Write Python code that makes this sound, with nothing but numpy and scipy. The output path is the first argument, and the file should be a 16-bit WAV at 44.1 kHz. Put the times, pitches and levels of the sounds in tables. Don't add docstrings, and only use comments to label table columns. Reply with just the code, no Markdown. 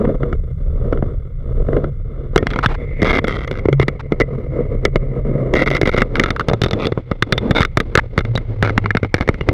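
import sys
import numpy as np
from scipy import signal
from scipy.fft import rfft, irfft, next_fast_len
from scipy.io import wavfile
from scipy.ndimage import map_coordinates

SR = 44100
rng = np.random.default_rng(int(sys.argv[2]) if len(sys.argv) > 2 else 0)


def master_out(mix):
    frames = np.transpose(np.atleast_2d(mix))
    ceiling = np.clip(frames, -1, 1)
    pcm = np.round(ceiling * 32767).astype(np.int16)
    wavfile.write(sys.argv[1], SR, pcm)


N = 420273
T = np.arange(N) / SR
HIT = 4096
AGE = np.arange(HIT) / SR

# (time [s], level of the rush [dB])
AIRSPEED = [(0.0, -15), (0.2, -26.5), (0.45, -39), (0.92, -27.5), (1.35, -44), (1.49, -34.5), (1.82, -21.5),
            (1.93, -48), (2.45, -30.5), (4.2, -39.5), (4.4, -24), (4.8, -26), (4.92, -31), (5.6, -21.5),
            (6.05, -35), (6.2, -24.5), (6.38, -38.5), (6.8, -27), (7.05, -43.5), (7.52, -22.5), (7.7, -51),
            (7.9, -35), (8.5, -39.5), (8.68, -31), (9.08, -53), (9.53, -27.5)]
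# (time [s], level of the buffeting [dB])
GUSTS = [(0, -18.5), (1.0, -17.5), (1.38, -23.5), (1.58, -13.5), (2.05, -23.5), (3.35, -19.5), (3.85, -26),
         (4.7, -20.5), (6.25, -23.5), (7.1, -34), (7.4, -25), (9.53, -28)]
# (time [s], drone pitch [Hz], share of glancing flow [0-1])
FLOW = [(2.4, 135, 0.18), (2.48, 132.9, 0.68), (2.7, 134.1, 0.9), (2.78, 135.4, 0.27), (5.7, 136, 0.17),
        (6.3, 114.7, 0.48), (8.3, 119, 0.51), (8.6, 102.5, 0.61)]
# (time [s], level before the eddies [dB])
WHISTLE = [(0, -54), (0.45, -61.5), (2.3, -65), (2.5, -45), (2.88, -42.5), (3.0, -33), (3.22, -46),
           (4.35, -57), (4.5, -49.5), (5.5, -57.5), (8.5, -58), (9.4, -50.5)]
# (start [s], end [s], level at the crest of the arch [dB])
DRONES = [(1.711, 1.947, -21), (3.653, 3.87, -15.5), (5.213, 5.466, -18.5), (8.222, 8.39, -17.5),
          (8.418, 9.1, -21)]
# (frequency [Hz], relative level [dB])
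BUFFET_SPECTRUM = [(10, -23), (22, -5), (31, 6.5), (42, -6), (80, -7.5), (160, -16), (400, -81.5)]
RUSH_SPECTRUM = [(100, -22.5), (200, -1.5), (330, -8), (475, 2), (630, -10), (830, -31), (1280, -21),
                 (1700, -68)]
HISS_SPECTRUM = [(1000, 1.5), (2200, -1.5), (4000, -6.5), (7000, -25.5), (14000, -41.5)]
# (frequency [Hz], relative level [dB])
EDGE_SPECTRUM = [(2000, -25), (2900, 0), (3700, 3), (4400, -3), (6000, -10.5), (7500, -24), (14000, -29)]
# (start [s], end [s], level [dB], first pitch [Hz], last pitch [Hz])
RUBS = [(2.628, 2.656, -14.5, 1411, 1035), (2.685, 2.737, -30, 1720, 1180), (2.741, 2.756, -27, 1110, 810),
        (3.994, 4.014, -29.5, 1195, 937), (7.981, 8, -14.5, 1150, 1990)]
# (time [s], pitch [Hz], level [dB], t60 [s])
RINGS = [(2.377, 1840, -25.5, 0.086), (4.216, 2014, -13, 0.046), (4.853, 2014, -13.5, 0.037),
         (6.408, 1490, -17, 0.025), (7.38, 3630, -13.5, 0.019), (8.36, 3850, -14, 0.019),
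         (8.906, 1740, 0.5, 0.011), (9.408, 2840, -29, 0.045)]
# (start [s], end [s], level [dB], pitch of the crackle [Hz])
FLUTTER = [(3.046, 3.191, -23, 1720), (3.271, 3.452, -32, 1220), (3.528, 3.6, -36, 1600),
           (3.805, 3.845, -28, 1900), (5.558, 5.641, -23.5, 1250), (5.661, 5.685, -23, 1310),
           (5.716, 5.779, -28, 1320), (5.855, 5.897, -24, 1310), (5.916, 6.016, -28, 1300),
           (6.162, 6.29, -33, 1330), (6.79, 6.856, -30.5, 2350), (7.55, 7.61, -22, 1284),
           (8.634, 8.701, -28, 1520), (9.157, 9.237, -34.5, 1710)]
# (time [s], level of the blow to the case [dB], level of the crack [dB], pitch of the crack [Hz])
SNAPS = [(0.052, -17, -35, 1300), (0.232, -13.5, -26, 1400), (0.328, -16.5, -24.5, 1290),
         (0.926, -9.5, -22, 1140), (0.974, -21.5, -31.5, 1300), (1.025, -13.5, -36, 1290),
         (1.687, -12.5, -48.5, 1240), (1.731, -14, -30, 1320), (1.767, -15, -25, 1280),
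         (1.842, -16.5, -26, 1330), (2.36, -1.5, -10.5, 1754), (2.378, -17.5, -15, 2090),
         (2.427, -13, -26, 1310), (2.469, -14, -16.5, 1740), (2.504, -30, -24.5, 2180),
         (2.511, -22.5, -26, 2030), (2.535, -36, -21.5, 1650), (2.56, -18, -19.5, 1260),
         (2.589, -22.5, -16, 1290), (2.66, -12.5, -12, 1820), (3.019, -8.5, -17, 1734),
         (3.029, -9.5, -16, 1674), (3.055, -19, -24, 1740), (3.243, -14, -18.5, 1730),
         (3.281, -14, -18, 1960), (3.308, -21, -23.5, 1710), (3.476, -21, -23.5, 1960),
         (3.512, -14, -24, 2370), (3.655, -7.5, -26.5, 1560), (3.686, -6.5, -25, 1670),
         (3.728, -9.5, -19, 1970), (3.798, -6, -16, 1916), (3.828, -11.5, -19, 1960),
         (3.882, -13, -14.5, 1810), (4.121, -8.5, -20, 1830), (4.201, -11.5, -15, 1850),
         (4.209, -9, -15, 1910), (4.214, -12.5, -22, 1880), (4.852, -8.5, -10, 2120),
         (4.958, -9, -16, 1900), (5.538, -5.5, -14.5, 1850), (5.553, -11, -18.5, 1910),
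         (5.703, -21, -20, 2040), (5.713, -12.5, -17, 1880), (5.75, -14, -18, 2040),
         (5.767, -24, -16.5, 1880), (5.814, -9, -13.5, 1930), (5.831, -7.5, -19, 1480),
         (5.874, -10.5, -16, 2070), (5.945, -11.5, -23.5, 2050), (5.977, -7.5, -15.5, 1580),
         (5.983, -19, -17.5, 2040), (6.019, -10, -10, 1384), (6.155, -30, -15.5, 1720),
         (6.197, -12.5, -10, 1836), (6.237, -14, -14, 2020), (6.26, -17, -18, 1610),
         (6.305, -13.5, -15.5, 2085), (6.363, -30, -19, 1406), (6.396, -21, -15, 1390),
         (6.408, -19, -18, 1255), (6.485, -8.5, -17.5, 2050), (6.498, -12, -22.5, 2100),
         (6.513, -12.5, -29, 1390), (6.534, -9.5, -20, 1900), (6.617, -10.5, -16.5, 2400),
         (6.636, -10, -17, 2320), (6.644, -17, -20.5, 2470), (6.661, -14, -21.5, 1980),
         (6.684, -25, -29.5, 2570), (6.71, -18, -21.5, 2620), (6.732, -12.5, -19.5, 2060),
         (6.832, -18, -28, 2550), (6.854, -14, -22.5, 2460), (6.869, -13.5, -20.5, 2660),
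         (6.921, -12.5, -23.5, 1660), (6.976, -11.5, -36, 1530), (7.114, -10.5, -18, 1190),
         (7.224, -10, -10.5, 1615), (7.324, -9, -11.5, 1985), (7.379, -14, -16.5, 2170),
         (7.509, -4, -14.5, 1590), (7.606, -7, -12.5, 1440), (7.618, -25, -15.5, 1690),
         (7.63, -28, -14.5, 1650), (7.65, -21, -16, 1810), (7.772, -8, -11.5, 1730),
         (7.802, -14, -14, 1880), (7.953, -8, -9, 1855), (7.975, -8, -9.5, 1610),
         (8.178, -9.5, -13.5, 1580), (8.189, -15, -20, 2230), (8.207, -21, -22, 1520),
         (8.25, -19, -24.5, 1790), (8.354, -11, -25, 3000), (8.376, -16, -18.5, 1920),
         (8.626, -6.5, -13.5, 1695), (8.703, -18, -25, 1750), (8.778, -8.5, -11, 1600),
         (8.841, -18, -26, 1321), (8.859, -18.5, -15.5, 1310), (8.907, -18.5, -19, 1610),
         (8.95, -10.5, -17.5, 1520), (8.97, -16, -14, 1750), (9.031, -15, -19.5, 1570),
         (9.047, -19, -23, 1610), (9.142, -8.5, -10.5, 1800), (9.209, -12.5, -18.5, 2140),
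         (9.277, -19.5, -21.5, 1790), (9.289, -7.5, -13.5, 1730), (9.342, -23, -26.5, 2044),
         (9.41, -14.5, -23, 1970), (9.488, -9, -14.5, 1950)]
# (frequency [Hz], width of a single pass [Hz], level [dB])
CASE = [(1288, 296, 5), (2098, 265, 7.5), (2822, 220, -13)]
# (time [s], frequency [Hz])
TOP_TUNING = [(5.7, 3297), (5.95, 3565), (8.9, 3540), (9.25, 3430)]
# (time [s], share of second resonance against first [0-1], drive of top one [dB])
STRIKE = [(2.25, 0.09, -8), (2.38, 0.5, -6.5), (2.6, 0, 1), (3.05, 0.77, -4.5), (3.28, 0.47, -5),
          (4.2, 0.83, -18.5), (5.85, 0.87, -10), (6.38, 0, -5.5), (6.62, 0.1, 0), (7.55, 0.4, 3.5),
          (7.7, 0.15, -1), (9.4, 0.7, -16.5)]
# (frequency [Hz], width [Hz], depth in head-on flow [0-1])
NOTCHES = [(845, 220, 0.98), (2466, 660, 0.95), (3080, 140, 0.4), (4190, 290, 0.6)]

CRUISE_DB, HISS_DB, HISS_GROWS = -33.5, -48, 0.48
HUM_DB, HUM_GROWS = -28.5, 0.62
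SLOW_EDDY_DB, FAST_EDDY_DB, EDDY_TOP_DB = 5.5, 5.5, 7
WAKE_DB, WAKE_S = -9.5, 0.012
WHISTLE_HZ, WHISTLE_WIDTH_HZ = 2115, 240
SQUEAK_DB = -11
FLEX, TOP_WIDTH_HZ, TOP_DB = 0.016, 256, -2.5
DEAD_FADE = 1.78
HOLLOW_DB = 9
FLICK_HZ, FLICK_GROWS, FLOG_DB = 195.6, 0.45, -25
THUMP_DB, KNOCK_DB, HEAVE_DB = -7.5, -1, -14.5
GLANCE_DB = 10.5
HARD_DB, CRACK_GROWS, EDGE_GROWS = -13.5, 0.62, 0.6
MID_HZ, EDGE_DB_PER_OCT, TOP_DB_PER_OCT, CRACK_DB_PER_OCT = 1867, 15.5, 15.5, 10.5
TOP_HZ = 15600


def amp(db):
    return 10 ** (np.asarray(db) / 20)


def unit(x):
    return x / np.sqrt(np.mean(np.abs(x) ** 2) + 1e-20)


def curves(rows):
    times, *columns = np.transpose(rows)
    return [np.interp(T, times, column) for column in columns]


def at(rows, s):
    times, *columns = np.transpose(rows)
    return [np.interp(s, times, column) for column in columns]


def wobble(rate, size=N):
    knots = rng.standard_normal(int(size * rate / SR) + 4)
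    return map_coordinates(knots, [T[:size] * rate])


def filtered(x, response):
    m = next_fast_len(len(x) + HIT)
    spectrum = rfft(x, m) * response(np.fft.rfftfreq(m, 1 / SR))
    return irfft(spectrum, m)[:len(x)]


def shape(points):
    f, db = np.transpose(points)

    def response(hz):
        gain = amp(np.interp(np.log(hz + 1), np.log(f), db))
        cepstrum = irfft(np.log(gain))
        half = len(cepstrum) // 2
        cepstrum[1:half] *= 2
        cepstrum[half + 1:] = 0
        return np.exp(rfft(cepstrum))
    return response


def mode(hz, width):
    return lambda f: 1j * f * width / (hz * hz - f * f + 1j * f * width)


def band(hz, width):
    return lambda f: mode(hz, width)(f) ** 2


def muffled(response):
    wall = signal.butter(5, 2500, analog=True)
    return lambda f: response(f) * signal.freqs(*wall, f)[1]


def noise(response):
    return unit(filtered(rng.standard_normal(N), response))


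def airspeed_db():
    t = T[::64]
    wake = np.zeros(len(t))
    for s, blow_db, *_ in SNAPS:
        wake += amp(blow_db + WAKE_DB) * (t > s) * np.exp(-np.abs(t - s) / WAKE_S)
    rush_db, = curves(AIRSPEED)
    return 10 * np.log10(amp(rush_db) ** 2 + np.interp(T, t, wake) ** 2)


def eddies():
    level = SLOW_EDDY_DB * wobble(22) + FAST_EDDY_DB * wobble(130)
    return np.minimum(level, EDDY_TOP_DB * np.tanh(level / EDDY_TOP_DB))


def buffeting():
    level_db, = curves(GUSTS)
    return amp(level_db) * noise(shape(BUFFET_SPECTRUM))


def droning(speed_db, drone_hz):
    swirl = unit(wobble(22) + 1j * wobble(22))
    swells = np.zeros(N)
    for start, end, db in DRONES:
        progress = np.clip((T - start) / (end - start), 0, 1)
        swells += amp(db) * np.sin(np.pi * progress)
    strength = amp(HUM_DB + HUM_GROWS * speed_db) * swirl + swells * (1 + 1.12 * swirl)
    return np.real(strength * np.exp(2j * np.pi * np.cumsum(drone_hz) / SR))


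def whistle(eddies_db):
    level_db, = curves(WHISTLE)
    return amp(level_db + eddies_db / 2) * noise(band(WHISTLE_HZ, WHISTLE_WIDTH_HZ))


def case_wind():
    bright, top_db = curves(STRIKE)
    bright = np.clip(bright, 0, 1)
    drives = [np.sqrt(1 - bright), np.sqrt(bright), 1, amp(top_db)]
    mean_top_hz = np.mean(TOP_TUNING, axis=0)[1]
    modes = [*CASE, (mean_top_hz, TOP_WIDTH_HZ, TOP_DB)]
    total = np.zeros(N)
    for drive, (hz, width, db) in zip(drives, modes):
        total += amp(db) * drive * filtered(rng.standard_normal(N), band(hz, width))
    return unit(total)


def wind():
    rush_db = airspeed_db()
    speed_db = rush_db - CRUISE_DB
    hiss_db = HISS_DB + HISS_GROWS * speed_db
    drone_hz, glancing = curves(FLOW)
    glancing = np.clip(glancing, 0, 1)
    head_on_gain = np.sqrt(1 - glancing)
    eddies_db = eddies()
    hollow = head_on_gain * noise(shape(RUSH_SPECTRUM))
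    roar = np.sqrt(glancing) * noise(muffled(band(250, 320)))
    ringing = amp(-4.0) * head_on_gain * case_wind()
    hiss = glancing * noise(shape(HISS_SPECTRUM))
    rush = amp(rush_db + eddies_db) * (hollow + roar)
    treble = amp(hiss_db + eddies_db / 2) * (ringing + hiss)
    return buffeting() + droning(speed_db, drone_hz) + whistle(eddies_db) + rush + treble


def rubs():
    out = np.zeros(N)
    scrape = amp(-5.5) * noise(shape(HISS_SPECTRUM)) + amp(2.5) * noise(muffled(band(900, 1100)))
    for start, end, db, first_hz, last_hz in RUBS:
        span = slice(round(start * SR), round(end * SR))
        progress = np.linspace(0, 1, len(T[span]))
        hz = first_hz + (last_hz - first_hz) * progress
        phase = 2 * np.pi * np.cumsum(hz) / SR
        grip = [wobble(520, len(progress)) for _ in range(2)]
        slip = grip[0] * np.sin(phase) + grip[1] * np.cos(phase)
        squeak = 1 / (1 + amp((SQUEAK_DB - db) / 2))
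        stroke = amp(db) * 2 * np.sqrt(progress * (1 - progress))
        out[span] += stroke * (2 * squeak * slip + (1 - squeak) * scrape[span])
    return out


def rings():
    out = np.zeros(N + HIT)
    for s, hz, db, t60 in RINGS:
        drift = 0.013 * np.cumsum(rng.standard_normal(HIT))
        envelope = amp(db - 60 * AGE / t60) * (1 - np.exp(-AGE / 0.00084))
        out[round(s * SR):][:HIT] += 2 * envelope * np.sin(2 * np.pi * hz * AGE + drift)
    return out[:N]


def case(x, bright, top_db, top_hz):
    bright = np.clip(bright, 0, 1)
    drive = [np.sqrt(1 - bright), np.sqrt(bright), 1, amp(top_db)]
    modes = [*CASE, (top_hz, TOP_WIDTH_HZ, TOP_DB)]
    tuning = 1 + FLEX * rng.standard_normal()

    def response(f):
        total = 0
        for k, (hz, width, db) in enumerate(modes):
            sign = (-1) ** k
            total = total + sign * amp(db) * drive[k] * band(tuning * hz, width)(f)
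        return total
    return filtered(x, response)


def jolt(t60, grit):
    scrape = unit(rng.standard_normal(HIT) * amp(-60 * AGE / t60))
    push = grit * scrape / np.sqrt(HIT)
    push[0] -= 1
    return push


def flutter():
    out = np.zeros(N + SR)
    for start, end, db, hz in FLUTTER:
        chance = rng.standard_normal((96, 2))
        rate = FLICK_HZ * amp(FLICK_GROWS * (db - FLOG_DB))
        gaps = np.exp(0.39 * chance[:, 0]) / rate
        times = np.cumsum(gaps) - gaps[0]
        inside = times <= abs(end - start)
        sizes = unit(amp(3.45 * chance[inside, 1]))
        flicks = np.zeros(SR // 2)
        for s, size in zip(times[inside], sizes):
            flicks[round(s * SR):][:HIT] += amp(db) * size * jolt(t60=0.016, grit=0.83)
        bright, top_db = at(STRIKE, start)
        _, glancing = at(FLOW, start)
        hollow_db = HOLLOW_DB * (0.3 - glancing)
        knock = amp(44.5) * filtered(flicks, muffled(band(327, 530)))
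        ring = amp(39.5 + hollow_db) * case(flicks, bright, top_db, *at(TOP_TUNING, start))
        crack = amp(37.0 - hollow_db) * filtered(flicks, muffled(band(hz, 550)))
        edge = amp(19.0) * filtered(flicks, shape(EDGE_SPECTRUM))
        out[round(start * SR):][:len(flicks)] += knock + ring + crack + edge
    return out[:N]


def struck(push, response):
    ring = filtered(push, response)
    return ring / np.sqrt(np.mean(ring[:SR // 100] ** 2) + 1e-20)


def snaps():
    out = np.zeros(N + 2 * HIT)
    for s, blow_db, crack_db, hz in SNAPS:
        start = round(s * SR)
        bright, top_db = at(STRIKE, s)
        _, glancing = at(FLOW, s)
        hollow_db = HOLLOW_DB * (0.3 - glancing)
        thump_db = blow_db + THUMP_DB + GLANCE_DB * glancing
        knock_db = blow_db + KNOCK_DB - GLANCE_DB * glancing
        hard_db = crack_db - HARD_DB
        octaves = np.log2(hz / MID_HZ)
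        edge_db = crack_db + EDGE_GROWS * hard_db + 0.23 * top_db + EDGE_DB_PER_OCT * octaves
        sharp_db = CRACK_GROWS * hard_db - hollow_db - CRACK_DB_PER_OCT * max(octaves, 0)
        top_db = top_db + TOP_DB_PER_OCT * octaves

        push = jolt(t60=0.015, grit=0.84)
        thump = amp(thump_db) * struck(jolt(t60=0.016, grit=1.0), muffled(band(106.7, 174)))
        heave = amp(thump_db + HEAVE_DB) * struck(push, muffled(band(60, 59)))
        knock = amp(knock_db) * struck(push, muffled(band(373.6, 257)))
        crack = amp(crack_db + sharp_db - 4.0) * struck(push, muffled(band(0.891 * hz, 0.57 * hz)))
        ring = unit(case(jolt(t60=0.033, grit=0.58), bright, top_db, *at(TOP_TUNING, s)))
        ring = ring * np.sqrt(SR / 100 / HIT)
        ring = amp(crack_db + hollow_db - 3.5) * ring
        rebound = round(abs(0.001504 * rng.standard_normal()) * SR)
        ring = np.pad(ring, (rebound, 0))[:HIT]
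        edge = amp(edge_db - 10.5) * struck(jolt(t60=0.014, grit=4.0), shape(EDGE_SPECTRUM))
        rustle = unit(filtered(rng.standard_normal(HIT), band(850, 610)))
        swish = amp(knock_db - 28.0 - 60 * AGE / 0.1) * rustle
        out[start:][:HIT] += swish[::-1]
        out[start + HIT:][:HIT] += heave + thump + knock + crack + edge + ring
    return out[HIT:][:N]


def dead_spots(x):
    head_on = np.clip(1 - DEAD_FADE * curves(FLOW)[1], 0, 1)
    for hz, width, depth in NOTCHES:
        x = x - np.clip(depth, 0, 1) * head_on * filtered(x, mode(hz, width))
    return x


def scene():
    through_case = dead_spots(wind() + snaps() + flutter())
    return (through_case + rubs() + rings())[None]


def record(dry):
    hardness = 10
    clipped = dry[0] / (1 + np.abs(dry[0]) ** hardness) ** (1 / hardness)
    return filtered(clipped, lambda hz: (hz < TOP_HZ) / np.sqrt(1 + (hz / 12500) ** 10))[None]


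dry = scene()
out = record(dry)
master_out(out)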